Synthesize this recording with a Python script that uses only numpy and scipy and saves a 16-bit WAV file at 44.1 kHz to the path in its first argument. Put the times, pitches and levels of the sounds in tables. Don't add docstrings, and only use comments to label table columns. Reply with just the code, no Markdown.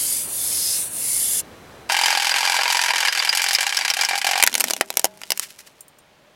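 import sys
import numpy as np
from scipy import signal
from scipy.fft import rfft, irfft, next_fast_len
from scipy.io import wavfile
from scipy.ndimage import uniform_filter1d, map_coordinates

SR = 44100
rng = np.random.default_rng(int(sys.argv[2]) if len(sys.argv) > 2 else 0)


def transcribe(u):
    v = np.clip(np.atleast_2d(u).T, -1, 1)
    q = np.round(v * 32767).astype(np.int16)
    wavfile.write(sys.argv[1], SR, q)


N = 280035
TIME_S = np.arange(N) / SR
AGE_S = np.arange(SR // 8) / SR
GEARS_OFF_S, FISH_ON_S, FISH_OFF_S = 1.402, 1.892, 4.43
FREE_TOOTH_HZ, LABOURING_TOOTH_HZ = 1088, 568

# (frequency [Hz], gain [dB])
STREET_SPECTRUM = [(25, -22), (70, -3.5), (160, -4), (560, -5.5), (1000, -10), (1700, -13.5), (6000, -25.5),
                   (15800, -33.5)]
# (frequency [Hz], level [dB])
WHINE_TONES = [(4005, -65), (6008, -70), (8010, -74), (10008, -74)]
# (frequency [Hz], gain [dB])
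CAR_SPECTRUM = [(25, -14), (70, -7), (150, -5.5), (230, -5.5), (600, -4), (1500, -8.5), (3200, -11.5),
                (7000, -22), (15800, -30)]
# (frequency [Hz], t60 [s])
REFLECTION_DECAY = [(200, 0.065), (1500, 0.097), (6000, 0.044), (15000, 0.016)]
# (frequency [Hz], gain [dB])
CASE_FAST_SPECTRUM = [(760, -54), (1300, -26.5), (1830, -17), (2120, -18.5), (2350, -20), (3430, -11.5),
                      (3840, -13), (4940, -3), (5650, -8), (6340, -4.5), (8490, -2.5), (9420, 0.5),
                      (11500, -3.5), (12500, -4.5), (15700, -15.5)]
# (frequency [Hz], gain [dB])
CASE_SLOW_SPECTRUM = [(760, -37.5), (1300, -25.5), (1760, -19.5), (2210, -21.5), (3880, -16), (4360, -11.5),
                      (5250, -20.5), (9720, -1.5), (10800, -8), (15700, -17.5)]
# (frequency [Hz], width [Hz], gain [dB])
CASE_MODES = [(2154, 170, 6), (3430, 310, -3), (9740, 500, -2.5), (11500, 460, -2)]
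# (slowest moment [s], speed lost [0-1])
MOTOR_DRAGS = [(0.275, .44), (0.897, .56)]
# (time [s], gain [dB])
WHIRR_MID_GAIN = [(0, 0), (.2, -0.5), (.44, -2.5), (.58, 1.5), (.74, 6.5), (.85, -0.5), (1.05, -1.5),
                  (1.39, -0.5)]
# (time [s], frequency [Hz])
HOLLOW_PITCH = [(1.9, 864), (2.9, 923), (3.5, 798), (4.4, 784)]
# (frequency [Hz], gain [dB])
SHELL_SPECTRUM = [(180, -66.5), (300, -20), (417, -19.5), (849, -4), (1300, -7.5), (1640, -2), (2140, -0.5),
                  (2320, -1.5), (2560, -2.5), (4000, -6.5), (4880, -7.5), (6050, -8.5), (8990, -15.5),
                  (11700, -17), (15500, -32.5)]
# (frequency [Hz], width [Hz], gain [dB])
SHELL_MODES = [(1126.4, 200, -10.5), (1647, 57, -2.5), (2334, 83, -0.5), (3110, 250, -6.5),
               (4744, 410, -0.5), (7920, 330, -5.5), (11300, 440, -24.5)]
# (first beat [s], last beat [s], clack [dB], boom [dB])
RATTLE_BOUTS = [(1.897, 2.173, -18.6, -24), (2.198, 2.34, -19, -28.5), (2.361, 2.905, -19, -25),
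                (2.935, 3.073, -19, -29), (3.125, 3.273, -20.3, -36), (3.327, 3.531, -19, -31.5),
                (3.585, 3.629, -19.5, -31.5), (3.666, 3.692, -20, -37), (3.724, 3.81, -21.5, -45),
                (3.968, 4.034, -22, -30), (4.087, 4.177, -21, -25.5), (4.245, 4.399, -20, -24.5)]
# (time [s], clack [dB], ping [Hz], ping [dB], ping t60 [s])
FISH_LANDINGS = [(2.036, -46, 4980, -17.5, .04), (2.311, -34, 4840, -14.5, 0.053),
                 (3.083, -18.5, 4920, -16.5, 0.063), (3.192, -41.5, 4790, -13, 0.044),
                 (3.292, -22, 4880, -8.5, .045), (3.549, -19, 5070, -9.5, .009),
                 (3.77, -33, 5050, -12, 0.0036), (3.849, -18, 4780, -24.5, 0.0068),
                 (3.879, -20, 4770, -26, .006), (3.901, -19.5, 5380, -13, .006),
                 (3.937, -21, 4890, -40, 0.0066), (4.011, -21, 5000, -14.5, 0.0045),
                 (4.049, -23.5, 5100, -14.5, .005), (4.215, -22, 4430, -29.5, .006),
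                 (4.267, -20, 4800, -31, 0.0056)]
# (time [s], level [dB])
GRIND_LEVEL = [(4.42, -41), (4.6, -36.5), (4.75, -39.5), (4.85, -52.5), (5, -45.5), (5.13, -57),
               (5.36, -42.5), (5.54, -49), (5.75, -58.5)]
# (frequency [Hz], gain [dB])
GRIT_SPECTRUM = [(500, -28.5), (2000, -5), (6000, -4), (12000, -9.5), (16000, -19)]
# (time [s], level [dB], rise and fall constant [s])
SHARD_SCUFFS = [(5.433, -28, 0.012), (5.506, -33.5, 0.0017), (5.591, -33.5, 0.0024), (5.606, -41, 0.0072),
                (5.674, -39.5, 0.0054)]
# (time [s], level [dB])
GROAN_LEVEL = [(4.25, -77), (4.44, -56.5), (4.58, -42), (4.75, -49.5), (5.1, -72), (5.4, -64), (5.6, -97)]
# (frequency [Hz], gain [dB])
GROAN_SPECTRUM = [(40, -27), (170, -21), (255, 4), (340, -2.5), (900, -32.5), (3000, -55)]
# (time [s], relative level [dB])
SPLINTER_LANDINGS = [(5.8073, -20), (5.8815, -30), (5.9865, -32.5)]
# (frequency [Hz], gain [dB], t60 [s])
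SPLINTER_MODES = [(7360, -7, 0.041), (8850, 8, 0.022), (13130, -11, 0.022)]
# (frequency [Hz], gain [dB], t60 [s])
TYRE_AIR_MODES = [(192, 6, 1), (278, -10, .35), (393, 3.5, 0.85), (630, -1.5, .55), (850, -2, 1),
                  (930, -7, .25)]
# (frequency [Hz], gain [dB])
SNAP_SPECTRUM = [(530, -40), (900, -4), (1410, -3), (2270, 0.5), (3730, -2.5), (5220, 0), (7230, -2.5),
                 (8050, -3), (14200, -6.5), (16000, -14)]
# (time [s], snap [dB], wait [s], second snap [dB], thump over snap [dB], treble over mid [dB])
SHELL_FRACTURES = [(4.426, -4, 0.011, -2, -22.5, -0.5), (4.4651, -13.5, .0092, -6, -23.5, -1.5),
                   (4.5169, -32, .0114, -24, -18, -9.5), (4.5415, -15, 0.011, -10, -21.5, -2.5),
                   (4.5801, -19, 0.019, -18, -19, 6), (4.6046, -11.5, 0.004, -10.5, -21.5, 3),
                   (4.6409, -12, 0.0032, -26, -13.5, -1.5), (4.6724, -28, .011, -21, -14, -2),
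                   (4.7, -19, 0.0076, -13, -13, -2.5), (4.7352, -14.5, 0.03, -23.5, -12, -1.5),
                   (4.8103, -9, 0.0029, -23, -6.5, -6.5), (4.9037, -18.5, .0365, -34.5, -9.5, 5),
                   (4.9712, -7.5, .0236, -14, -17, 5), (5.044, -7.5, .0091, -14.5, -6.5, 6),
                   (5.2167, -31, .0182, -27, -18, -15), (5.3045, -12.5, 0.015, -12, -17, 2),
                   (5.375, -22.5, .0207, -14, -27.5, 4.5)]


def amp(db):
    return 10 ** (np.asarray(db) / 20)


def unit(x):
    return x / np.sqrt(np.mean(x ** 2) + 1e-20)


def noise(n=N):
    return rng.standard_normal(n)


def along(points, hz):
    knots_hz, values = np.transpose(points)
    return np.interp(np.log(hz + 1), np.log(knots_hz + 1), values)


def curve(points, at_s=TIME_S):
    return np.interp(at_s, *np.transpose(points))


def wobble(knots_per_s):
    return map_coordinates(noise(int(N * knots_per_s / SR) + 4), [TIME_S * knots_per_s])


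def fade(t60_s, age_s=AGE_S):
    return np.exp(-np.log(1000) * age_s / t60_s)


def ring(hz, t60_s, age_s=AGE_S):
    return np.sin(2 * np.pi * hz * age_s) * fade(t60_s, age_s)


def high_pass(x, hz):
    return signal.sosfilt(signal.butter(2, hz, "high", fs=SR, output="sos"), x)


def colour(x, spectrum, modes=()):
    size = next_fast_len(len(x) + 4096, True)
    hz = np.fft.rfftfreq(size, 1 / SR)
    peaks = sum(amp(db) / (1 + (2 * (hz - mode_hz) / width_hz) ** 2) for mode_hz, width_hz, db in modes)
    gain = amp(along(spectrum, hz)) * (1 + peaks)
    cepstrum = irfft(np.log(np.maximum(unit(gain), 1e-5)), size)
    cepstrum[1:size // 2] *= 2
    cepstrum[size // 2 + 1:] = 0
    return irfft(rfft(x, size) * np.exp(rfft(cepstrum)), size)[:len(x)]


def sized(x, db, span_s):
    return x * amp(db) * np.sqrt(span_s * SR / (np.sum(x ** 2) + 1e-20))


def add(track, start_s, x):
    part = track[max(round(start_s * SR), 0):][:len(x)]
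    part += x[:len(part)]


def background():
    street = colour(noise(), STREET_SPECTRUM) * amp(-44 + .5 * wobble(11.2))
    whine = sum(amp(db) * unit(np.sin(2 * np.pi * hz * TIME_S)) for hz, db in WHINE_TONES)
    car = colour(noise(), CAR_SPECTRUM, [(150, 15, 2.9), (600.6, 31, 1.5)]) * amp(-55 + .5 * wobble(5.4))
    return np.where(TIME_S < FISH_ON_S, street + whine, car)


def reflections(x):
    hz, age_s, bins = signal.stft(noise(SR // 3), SR, nperseg=256)
    tail = signal.istft(bins * fade(along(REFLECTION_DECAY, hz)[:, None], age_s), SR, nperseg=256)[1]
    return signal.fftconvolve(x, tail / np.linalg.norm(tail))[:N]


def rocking(x, depth_db=2.6):
    bins = signal.stft(x, nperseg=512)[2]
    field = uniform_filter1d(rng.standard_normal(bins.shape), size=3, axis=0)
    field = uniform_filter1d(field, size=30, axis=1)
    return unit(signal.istft(bins * amp(depth_db * unit(field)), nperseg=512)[1][:N])


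def tooth_rate_hz(onset_s=.065, recovery_s=.089):
    lost = sum(share * np.exp(-np.abs(TIME_S - s) / np.where(TIME_S < s, onset_s, recovery_s))
               for s, share in MOTOR_DRAGS)
    return FREE_TOOTH_HZ * np.clip(1 - lost, .1, 1)


def mid_swell(whirr, band_hz=(3900, 6900)):
    band = signal.sosfiltfilt(signal.butter(2, band_hz, "band", fs=SR, output="sos"), whirr)
    return whirr + (amp(curve(WHIRR_MID_GAIN)) - 1) * band


def gears(full_speed_db=-21.5, db_per_octave=12.5, tooth_scatter_db=.6):
    tooth_hz = tooth_rate_hz()
    level_db = full_speed_db + db_per_octave * np.log2(tooth_hz / FREE_TOOTH_HZ)
    teeth = np.cumsum(tooth_hz * (1 + .011 * wobble(40) + .016 * wobble(300))) / SR
    tooth_gain = amp(tooth_scatter_db * noise(int(teeth[-1]) + 1))[teeth.astype(int)]
    scrape = rocking(noise() * tooth_gain * np.exp(.25 * np.cos(2 * np.pi * teeth)))
    fast = colour(scrape, CASE_FAST_SPECTRUM, CASE_MODES)
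    slow = colour(scrape, CASE_SLOW_SPECTRUM)
    blend = np.clip((tooth_hz - LABOURING_TOOTH_HZ) / (FREE_TOOTH_HZ - LABOURING_TOOTH_HZ), 0, 1) ** 1.3
    running = np.clip(1 - (TIME_S - GEARS_OFF_S) / .018, 0, 1) ** 2
    return mid_swell(blend * fast + (1 - blend) * slow) * amp(level_db) * running


def knock(hollow_hz, clack_db, boom_db):
    contact = (1 - np.exp(-AGE_S / .00064)) * (fade(.022) + amp(-15) * fade(.093))
    for delay_s, bounce_db in (.0078, -9), (.0135, -15):
        since_s = AGE_S - delay_s * np.exp(.2 * rng.normal())
        contact += amp(bounce_db + 3 * rng.normal()) * (since_s > 0) * fade(.018, np.abs(since_s))
    modes = [(hz, width_hz, db + 3 * rng.normal()) for hz, width_hz, db in SHELL_MODES]
    tilt_db_per_octave = 1.68 * rng.normal()
    spectrum = [(hz, db + tilt_db_per_octave * np.log2(hz / SR)) for hz, db in SHELL_SPECTRUM]
    clack = high_pass(colour(contact * noise(len(AGE_S)), spectrum, modes), 480)
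    boom = ring(hollow_hz * (1 + .044 * rng.normal()), .023) * (1 - np.exp(-AGE_S / .0015))
    return sized(clack, clack_db, .014) + sized(boom, boom_db, .01)


def fish(beat_hz=43.6, rasp_fall_db_per_s=4, stall_db=-2.5):
    blows, driven = np.zeros(N), np.zeros(N)
    gearing = colour(rocking(noise()), SHELL_SPECTRUM, SHELL_MODES)
    for s, clack_db, ping_hz, ping_db, t60_s in FISH_LANDINGS:
        chatter = noise(len(AGE_S)) * fade(.032)
        ping = np.diff(signal.fftconvolve(chatter, ring(ping_hz, t60_s)))
        add(blows, s, knock(curve(HOLLOW_PITCH, s), clack_db, boom_db=-53))
        add(blows, s, sized(ping, ping_db, .0042))
    for first_s, last_s, clack_db, boom_db in RATTLE_BOUTS:
        driven[(TIME_S > first_s - .005) & (TIME_S < last_s + .8 / beat_hz)] = 1
        for s in np.linspace(first_s, last_s, round((last_s - first_s) * beat_hz) + 1):
            add(blows, s, knock(curve(HOLLOW_PITCH, s), rng.normal(clack_db, .8), rng.normal(boom_db, 1.4)))
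    stalled = 1 - uniform_filter1d(driven, size=SR // 100)
    rasp_db = -25.5 - rasp_fall_db_per_s * (TIME_S - FISH_ON_S) + stall_db * stalled + 3 * wobble(60)
    return blows + gearing * amp(rasp_db) * (TIME_S > FISH_ON_S) * (TIME_S < FISH_OFF_S)


def splinters():
    ticks = np.zeros(N)
    ringing = sum(amp(db) * ring(hz, t60_s) for hz, db, t60_s in SPLINTER_MODES)
    for s, db in SPLINTER_LANDINGS:
        skitter = noise(len(AGE_S)) * (fade(.016) + amp(-17) * fade(.13))
        tink = signal.fftconvolve(skitter, ringing)[:len(AGE_S)]
        add(ticks, s, sized(tink, db - 16.5, .0054) + sized(high_pass(skitter, 7300), db - 14.5, .0042))
    return ticks


def tread(grains_per_s=1100):
    grains = noise() * (rng.random(N) < grains_per_s / SR)
    crackle = colour(unit(grains), GRIT_SPECTRUM)
    crunch = .78 * crackle + .31 * high_pass(colour(noise(), SNAP_SPECTRUM), 500)
    contact = np.interp(TIME_S, [4.41, 4.43, 5.75, 5.85], [0, 1, 1, 0])
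    pressing = contact * amp(curve(GRIND_LEVEL) + 2.4 * wobble(41))
    slipping = sum(amp(db) * np.exp(-np.abs(TIME_S - s) / tau_s) for s, db, tau_s in SHARD_SCUFFS)
    scuff = high_pass(colour(noise(), SNAP_SPECTRUM), 1040) * slipping
    groan = colour(noise(), GROAN_SPECTRUM, [(201, 14, 7.4)]) * amp(curve(GROAN_LEVEL))
    return crunch * pressing + scuff + groan


def cracks(chip_span_s=(4.49, 5.2), chips_per_s=26, chip_over_grind_db=10):
    rows = []
    for s, snap_db, wait_s, second_db, thump_db, treble_db in SHELL_FRACTURES:
        rows.append((s, snap_db, thump_db, treble_db))
        rows.append((s + wait_s, second_db, thump_db, treble_db - 2))
    for slot_s in np.arange(*chip_span_s, 1 / chips_per_s):
        s = slot_s + rng.random() / chips_per_s
        chip_db = curve(GRIND_LEVEL, s) + chip_over_grind_db + 3 * rng.normal()
        rows.append((s, chip_db, -13, -1))
    return rows


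def breaking_shell(thump_hz=652):
    snaps, thumps = np.zeros(N), np.zeros(N)
    for s, snap_db, thump_db, treble_db in cracks():
        tilted = [(hz, db + treble_db * np.clip(np.log2(hz / 5500) / 2, -.5, .5))
                  for hz, db in SNAP_SPECTRUM]
        shard_modes = [(hz, .052 * hz, -2) for hz in rng.uniform(2540, 13070, size=5)]
        burst = (fade(.0077) + amp(-7.5) * fade(.021)) * noise(len(AGE_S))
        add(snaps, s, sized(colour(burst, tilted, shard_modes), snap_db, .0029))
        thump = ring(thump_hz * np.exp(.063 * rng.normal()), .0074) * (1 - np.exp(-AGE_S / .00032))
        add(thumps, s, sized(thump, snap_db + thump_db, .0058))
    cavity = sum(amp(db) * ring(hz, t60_s, TIME_S[:SR // 2]) for hz, db, t60_s in TYRE_AIR_MODES)
    tyre_air = amp(-68.5) * signal.fftconvolve(thumps, cavity)[:N]
    return high_pass(snaps + thumps + tyre_air, 303)


def scene():
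    near = gears() + fish() + breaking_shell() + tread() + splinters()
    mono = near + amp(-14.5) * reflections(near) + background()
    return np.array([mono, mono])


def record(dry):
    size = next_fast_len(N + SR // 2)
    passband = np.fft.rfftfreq(size, 1 / SR) < 16300
    return irfft(rfft(np.clip(dry, -1, 1), size) * passband, size)[:, :N]


dry = scene()
out = record(dry)
transcribe(out)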